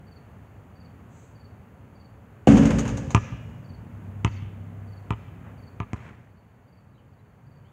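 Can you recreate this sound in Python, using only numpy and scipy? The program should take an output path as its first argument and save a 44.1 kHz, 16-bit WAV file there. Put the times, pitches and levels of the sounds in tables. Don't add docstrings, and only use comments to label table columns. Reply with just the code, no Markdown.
import sys
import numpy as np
from scipy import signal
from scipy.fft import rfft, irfft, next_fast_len
from scipy.io import wavfile
from scipy.ndimage import map_coordinates

SR = 44100
rng = np.random.default_rng(int(sys.argv[2]) if len(sys.argv) > 2 else 0)


def output_pcm(signal):
    pcm = np.clip(np.atleast_2d(signal).T, -1, 1) * 32767
    wavfile.write(sys.argv[1], SR, np.round(pcm).astype(np.int16))


N = 340452

# frequency in Hz, relative level in dB.
RUMBLE_COLOUR = [(20, -52), (38, -21.5), (58, -5), (90, 2), (112, 2.5), (140, -3.5), (243, -7),
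                 (337, -17.5), (450, -30), (1000, -70)]
MURMUR_COLOUR = [(150, -28.5), (400, 2), (1000, -4), (1600, -8.5), (2800, -17), (3800, -29.5), (5400, -36),
                 (6700, -26), (8300, -34), (15500, -31.5)]
SCUFF_COLOUR = [(2500, -5), (4000, -10), (5400, -18.5), (6300, 3.5), (7200, 1), (8200, -3), (9000, -21),
                (12000, -40)]
STEP_COLOUR = [(100, -22), (500, 3), (1400, 7), (2800, -5.5), (4500, -34.5), (12000, -46)]
CHORUS_COLOUR = [(3800, -52), (4400, -3), (4620, -6.5), (5200, -47.5)]
SHAKE_COLOUR = [(29, -42), (50, -19), (120, 2.5), (172, -14), (217, -12), (306, -25), (376, -19),
                (609, -20.5), (920, -19.5), (2200, -22), (4690, -49.5), (6600, -45), (9000, -53),
                (15600, -88), (22000, -120)]
ASPHALT_THUMP = [(25, -58), (45, -30), (60, -9), (110, 0), (170, -10), (260, -15), (380, -19), (560, -37),
                 (1500, -46), (4000, -66), (15000, -100)]
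FOOT_THUMP = [(25, -63), (45, -24), (60, 2), (110, 0), (170, -4), (260, -5), (450, -22), (800, -18.5),
              (4000, -73)]
GRIT_COLOUR = [(500, -9), (2500, 0.5), (4000, -12), (5300, -5.5), (6600, 2.5), (8300, -9), (10000, -21.5),
               (15000, -46.5)]
FITTINGS_COLOUR = [(300, -15.5), (800, 10), (1700, 1), (2900, -2.5), (4000, -16), (5500, -14.5),
                   (9000, -23), (15000, -42)]
NET_COLOUR = [(1000, -15), (4000, -9.5), (5400, -14), (6000, -2), (6700, 3), (7500, -10), (8300, -10.5),
              (9300, -27), (15000, -34.5)]
FRAME_COLOUR = [(30, -51.5), (46, -14), (58, -10.5), (90, -7.5), (115, -4), (160, 0), (225, -3), (280, -3),
                (350, -12.5), (560, -14.5), (660, -26), (1480, -31.5), (2900, -35.5), (3940, -51.5),
                (6750, -44), (9500, -59), (15500, -91)]

# level in dB, then rise, hold and fade time in seconds.
# A fade time (t60) is how long a sound takes to drop by 60 dB.
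DRONE_SWELL = (-56, 1, 0.44, 1)
ENGINE_SWELL = (-40.5, 2.5, -0.21, 3)
SCUFF_SWELL = (-65, .1, .06, .55)
STEP_SWELL = (-55, .06, .01, .3)
SHAKE_SWELL = (-45.5, .04, .11, .65)
RIM_SWELL = (-61, .08, .3, 1.3)

# frequency in Hz, fade time in seconds.
YARD_FADES = [(100, 0.63), (1000, 0.566), (3000, 0.92), (7000, 0.27), (12000, 0.14)]
FRAME_FADES = [(80, 2.393), (250, 0.75), (600, 1.77), (1500, 1.56), (3000, 1.6), (7000, 1.9), (14000, 1.4)]
# pitch in Hz, relative level in dB, fade time in seconds.
BALL_AIR_TONES = [(399.7, -8, 0.074), (711, 2, 0.029), (850, -3.5, 0.045), (931.5, 6.5, 0.04),
                  (1005, 3.5, 0.06), (1178, 7, 0.037), (1258, -1, 0.043), (1714, -14.5, 0.084),
                  (2000, -18, .06), (2370, -9, 0.03), (3000, -15, 0.044)]
HOOP_TONES = [(55.8, -12, 1.5), (77, -19, 0.5), (122.2, -19.5, 3.5), (209.6, 1.5, .6), (224.7, -1, 1.15),
              (272.6, -1, 0.68), (279.4, -8.5, 1.3), (292, -8, 0.6), (440, -31.5, 0.48), (586, -22.5, .75),
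              (687, -28.5, 0.62), (754, -20.5, .7), (1556, -30.5, 0.52), (1710, -33.5, 1.6),
              (2340, -45, 1.2), (2688, -38, .6)]

# time in seconds, base level in dB.
BACKGROUND_LEVELS = [(0, -58.5), (1.3, -57.5), (2.0, -59.5), (3.5, -55.0), (5.6, -56), (6.4, -63),
                     (7.72, -62.0)]
# multiple of the shaft speed, relative level in dB.
ENGINE_TONES = [(2, -14), (3, 2), (5, -10), (7, -8.5)]
# start and length in seconds, first and last pitch in Hz, level in dB.
BIRD_NOTES = [(6.922, 0.066, 4030, 3800, -77), (6.964, 0.04, 3050, 2910, -65.5),
              (7.179, 0.022, 3900, 3700, -76), (7.617, 0.092, 2500, 3840, -67.5)]
# start in seconds, level in dB.
CHIRPS = [(0.065, -59.5), (.752, -60.5), (1.349, -61), (1.95, -61.5), (3.641, -59.5), (4.268, -58.5),
          (4.872, -60.5), (5.575, -60.5), (6.677, -68), (7.464, -69)]
# multiple of the slap pitch, relative level in dB, fade time in seconds.
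SKIN_TONES = [(.84, 6.5, 0.0055), (1, 9.5, 0.00591), (1.13, -10.5, 0.014)]
# start in seconds, levels of thump, air ring and slap in dB, slap pitch in Hz.
BOUNCES = [(3.1475, -7, -19, -15, 2490), (4.2474, -11.5, -27, -14, 2640),
           (5.1063, -16.5, -27.5, -21.5, 2486), (5.8021, -21, -32, -26, 2240)]
# levels of thump, air ring, slap and grit in dB, then slap pitch in Hz.
FOOT_KNOCK = (-19.5, -39.5, -27, -36.5, 2100)
# delay in seconds, share sent back.
WALL_ECHOES = [(0.0114, 0.15), (0.0171, 0.32), (0.0272, 0.23)]
# start in seconds, relative clack level in dB, swish level in dB.
RATTLES = [(2.471, -13.5, -36.5), (2.514, -24.5, -40), (2.57, -17, -35), (2.654, -23, -35.5),
           (2.705, -17.5, -41), (2.784, -20.5, -31), (2.853, -24, -49.5), (2.877, -23, -38.5),
           (2.97, -30, -40), (3.105, -29.5, -41.5)]

BANG_S, FOOT_S = 2.4718, 5.9325


def amp(db):
    return 10 ** (np.asarray(db) / 20)


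def unit(x):
    return x / np.sqrt(np.mean(x ** 2) + 1e-20)


def clock(size):
    return np.arange(size) / SR


def along(points, hz):
    freqs, values = np.transpose(points)
    return np.interp(np.log(hz + 1), np.log(freqs + 1), values)


def wobble(rate, size=N):
    return map_coordinates(rng.standard_normal(int(size * rate / SR) + 4), [clock(size) * rate])


def fade(t, t60):
    return np.exp(-np.log(1000) * t / t60)


def swell(start_s, top_db, rise, hold, t60):
    t = clock(N) - start_s
    rising = np.sin(np.pi / 2 * np.clip(t / rise, 0, 1)) ** 2
    return amp(top_db) * rising * fade(np.maximum(t - rise - hold, 0), t60)


def add(track, s, sound):
    start = max(round(s * SR), 0)
    part = track[start:start + len(sound)]
    part += sound[:len(part)]


def filtered(x, response):
    size = next_fast_len(len(x) + 8192)
    return irfft(rfft(x, size) * response(np.fft.rfftfreq(size, 1 / SR)), size)[:len(x)]


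def tinted(x, colour):
    return filtered(x, lambda hz: amp(along(colour, hz)))


def noise(colour, size=N):
    return unit(tinted(rng.standard_normal(size), colour))


def pulse(colour, size=8192):
    cepstrum = irfft(np.log(amp(along(colour, np.fft.rfftfreq(size, 1 / SR)))))
    cepstrum[1:size // 2] *= 2
    cepstrum[size // 2 + 1:] = 0
    wave = irfft(np.exp(rfft(cepstrum)))
    return wave / np.abs(wave).max()


def burst(colour, envelope):
    body = pulse(colour)
    shaking = envelope * rng.standard_normal(len(envelope))
    return signal.fftconvolve(shaking, body / np.linalg.norm(body))[:len(envelope)]


def dying(x, fades):
    hz, t, bands = signal.stft(x, SR, nperseg=512)
    return signal.istft(bands * fade(t, along(fades, hz)[:, None]), SR)[1][:len(x)]


def ring(tones, t, drift, vary_db):
    out = np.zeros(len(t))
    for hz, db, t60 in tones:
        wander = wobble(19.53, len(t))
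        phase = 2 * np.pi * hz * t + drift * (wander - wander[0])
        out += amp(db + vary_db * rng.standard_normal()) * fade(t, t60) * np.sin(phase)
    return out


def scatter(x, t60):
    t = clock(SR // 8)
    cloud = rng.standard_normal(len(t)) * fade(t, t60)
    return signal.fftconvolve(x, cloud / np.linalg.norm(cloud))[:len(x)]


def yard(x, rise):
    tail = dying(rng.standard_normal(SR), YARD_FADES) * (1 - np.exp(-(clock(SR) / rise) ** 2))
    return signal.fftconvolve(x, tail / np.linalg.norm(tail))[:N]


def traffic():
    level_db = np.interp(clock(N), *np.transpose(BACKGROUND_LEVELS))
    rumble_db = level_db.mean() + 1.35 * (level_db - level_db.mean()) + 10.5
    rumble = amp(rumble_db + 1.165 * wobble(4.2)) * noise(RUMBLE_COLOUR)
    murmur = amp(level_db + 0.72 + 0.42 * wobble(3.91)) * noise(MURMUR_COLOUR)
    return rumble + murmur


def far_car():
    exhaust = noise([(80, -47.5), (115, -10.5), (127, -5), (140, -1), (200, -50.5), (600, -110)])
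    return swell(6.45, *DRONE_SWELL) * exhaust


def idling_car(shaft_hz=32.9):
    angle = 2 * np.pi * np.cumsum(shaft_hz + 0.2946 * wobble(2.7) + .2 * wobble(9)) / SR
    hum = sum(amp(db + 3.7 * wobble(3.5)) * np.sin(multiple * angle) for multiple, db in ENGINE_TONES)
    return swell(2.5, *ENGINE_SWELL) * hum


def shoes():
    scuff = swell(1.07, *SCUFF_SWELL) * noise(SCUFF_COLOUR)
    shuffle = swell(5.41, *STEP_SWELL) * noise(STEP_COLOUR)
    return amp(1.1 * wobble(60)) * (scuff + shuffle)


def bird():
    out = np.zeros(N)
    for s, length, start_hz, end_hz, db in BIRD_NOTES:
        size = round(length * SR)
        hz = np.linspace(start_hz, end_hz, size) + 110 * wobble(220, size)
        add(out, s, amp(db) * np.hanning(size) * np.sin(2 * np.pi * np.cumsum(hz) / SR))
    return scatter(out, t60=0.1) + amp(-17) * yard(out, rise=.02)


def insect(pitch_hz=4660, stroke_gap_s=.0455):
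    out, t = np.zeros(N), clock(round(0.0254 * SR))
    progress = t / t[-1]
    for s, db in CHIRPS:
        for k, stroke_db in enumerate([-4, -1, 0]):
            sag_hz = 380 * amp(db + stroke_db + 61.5)
            hz = pitch_hz + 25 * rng.standard_normal() - sag_hz * progress ** 1.8
            hz -= 70 * (1 - progress) ** 6
            stroke = signal.windows.tukey(len(t), .5) * np.sin(2 * np.pi * np.cumsum(hz) / SR)
            add(out, s + k * stroke_gap_s, amp(db + stroke_db + rng.standard_normal()) * stroke)
    leaf_echoes = amp(-9) * scatter(out, t60=.18)
    chorus = amp(-91 + 3 * wobble(42)) * noise(CHORUS_COLOUR)
    return out + leaf_echoes + chorus + amp(-17) * yard(out, rise=0.025)


def stand():
    shudder = amp(2.2 * wobble(220) + 1.5 * wobble(50))
    return swell(FOOT_S, *SHAKE_SWELL) * shudder * noise(SHAKE_COLOUR)


def ball_hit(thump_colour, thump_db, air_db, slap_db, grit_db, slap_hz):
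    thump = pulse(thump_colour)
    t = clock(len(thump))
    air = ring(BALL_AIR_TONES, t, drift=1.3, vary_db=1.2) * (1 - fade(t, .008))
    skin = [(ratio * slap_hz, db, t60) for ratio, db, t60 in SKIN_TONES]
    slap = 0.61 * ring(skin, t, drift=.1, vary_db=0.5) * (1 - fade(t, 0.0031))
    grit = burst(GRIT_COLOUR, 0.58 * fade(t, 0.0073) + 0.061 * fade(t, 0.081))
    return amp(thump_db) * thump + amp(air_db) * air + amp(slap_db) * slap + amp(grit_db) * grit


def ball():
    out = np.zeros(N)
    low = signal.butter(3, 1300, "low", fs=SR, output="sos")
    high = signal.butter(2, [1400, 4200], "band", fs=SR, output="sos")
    for s, thump_db, air_db, slap_db, slap_hz in BOUNCES:
        grit_db = 2 + 2.28 * thump_db
        hit = ball_hit(ASPHALT_THUMP, thump_db, air_db, slap_db, grit_db, slap_hz)
        add(out, s, hit)
        bass, treble = signal.sosfilt(low, hit), signal.sosfilt(high, hit)
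        for delay, share in WALL_ECHOES:
            add(out, s + delay, share * (bass + 0.94 * scatter(treble, t60=0.024)))
        add(out, s + 0.0015, amp(-13.5) * scatter(treble, t60=0.19))
    knock = ball_hit(FOOT_THUMP, *FOOT_KNOCK)
    add(out, FOOT_S, knock)
    add(out, FOOT_S + 0.009, 0.26 * signal.sosfilt(low, knock) + 0.23 * scatter(knock, t60=0.018))
    return out


def rattles(ticks_per_s=70):
    out, t = np.zeros(N), clock(SR // 3)
    for s, clack_db, swish_db in RATTLES:
        chatter = unit(amp(1.7 * wobble(400, len(t)))) * (1 - fade(t, 0.0034))
        add(out, s, amp(clack_db - 9.5) * burst(FITTINGS_COLOUR, chatter * fade(t, 0.11)))
        add(out, s, amp(swish_db) * burst(NET_COLOUR, chatter * fade(t, .12)))
    contacts = (rng.random(SR) < ticks_per_s / SR) * amp(-37.5 - 1.5 * rng.standard_normal(SR))
    ticks = signal.fftconvolve(contacts * fade(clock(SR), 1.5), fade(t, 0.069))
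    add(out, BANG_S, burst(FITTINGS_COLOUR, ticks) + amp(-11.5) * burst(NET_COLOUR, ticks))
    return out


def hoop(rim_hz=2880, beat_hz=13, rim_start_s=3.12):
    out, t = np.zeros(N), clock(round(1.4 * SR))
    boom = ring(HOOP_TONES, t, drift=0.86, vary_db=0.5) * (1 - fade(t, 0.073))
    frame = dying(noise(FRAME_COLOUR, len(t)), FRAME_FADES) * (1 - fade(t, 0.022))
    add(out, BANG_S, amp(-8) * boom + amp(-11.5) * frame)
    whack_colour = [(60, -58), (130, -3.5), (240, 2), (500, 2), (780, 1.5),
                    (1100, -28), (3000, -19), (4200, -53), (8000, -56.5)]
    add(out, BANG_S, amp(-9) * burst(whack_colour, fade(t, 0.079) * (1 - fade(t, 0.0018))))
    out += rattles()
    rim_tones = [(rim_hz, 0, 3), (rim_hz + beat_hz, -4, 3)]
    rim_t = np.maximum(clock(N) - rim_start_s, 0)
    out += swell(rim_start_s, *RIM_SWELL) * ring(rim_tones, rim_t, drift=.6, vary_db=5.5)
    return signal.sosfilt(signal.butter(6, 50, "high", fs=SR, output="sos"), out)


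def scene():
    hits = ball() + hoop()
    yard_colour = [(300, -5), (1100, -9), (1700, 3), (2700, -5), (6000, 7), (7000, 14.5), (12000, -20.5)]
    out = hits + amp(-20) * yard(tinted(hits, yard_colour), rise=0.088)
    add(out, .176, amp(-12.5) * tinted(hits, [(130, -5), (400, -16), (2000, -20)]))
    return (out + stand() + insect() + bird() + traffic() + idling_car() + shoes() + far_car())[None]


def record(dry, ceiling=.9, top_hz=15750):
    rounded = dry[0] / (1 + np.abs(dry[0] / ceiling) ** 6) ** (1 / 6)
    return filtered(rounded, lambda hz: hz < top_hz)[None]


dry = scene()
out = record(dry)
output_pcm(out)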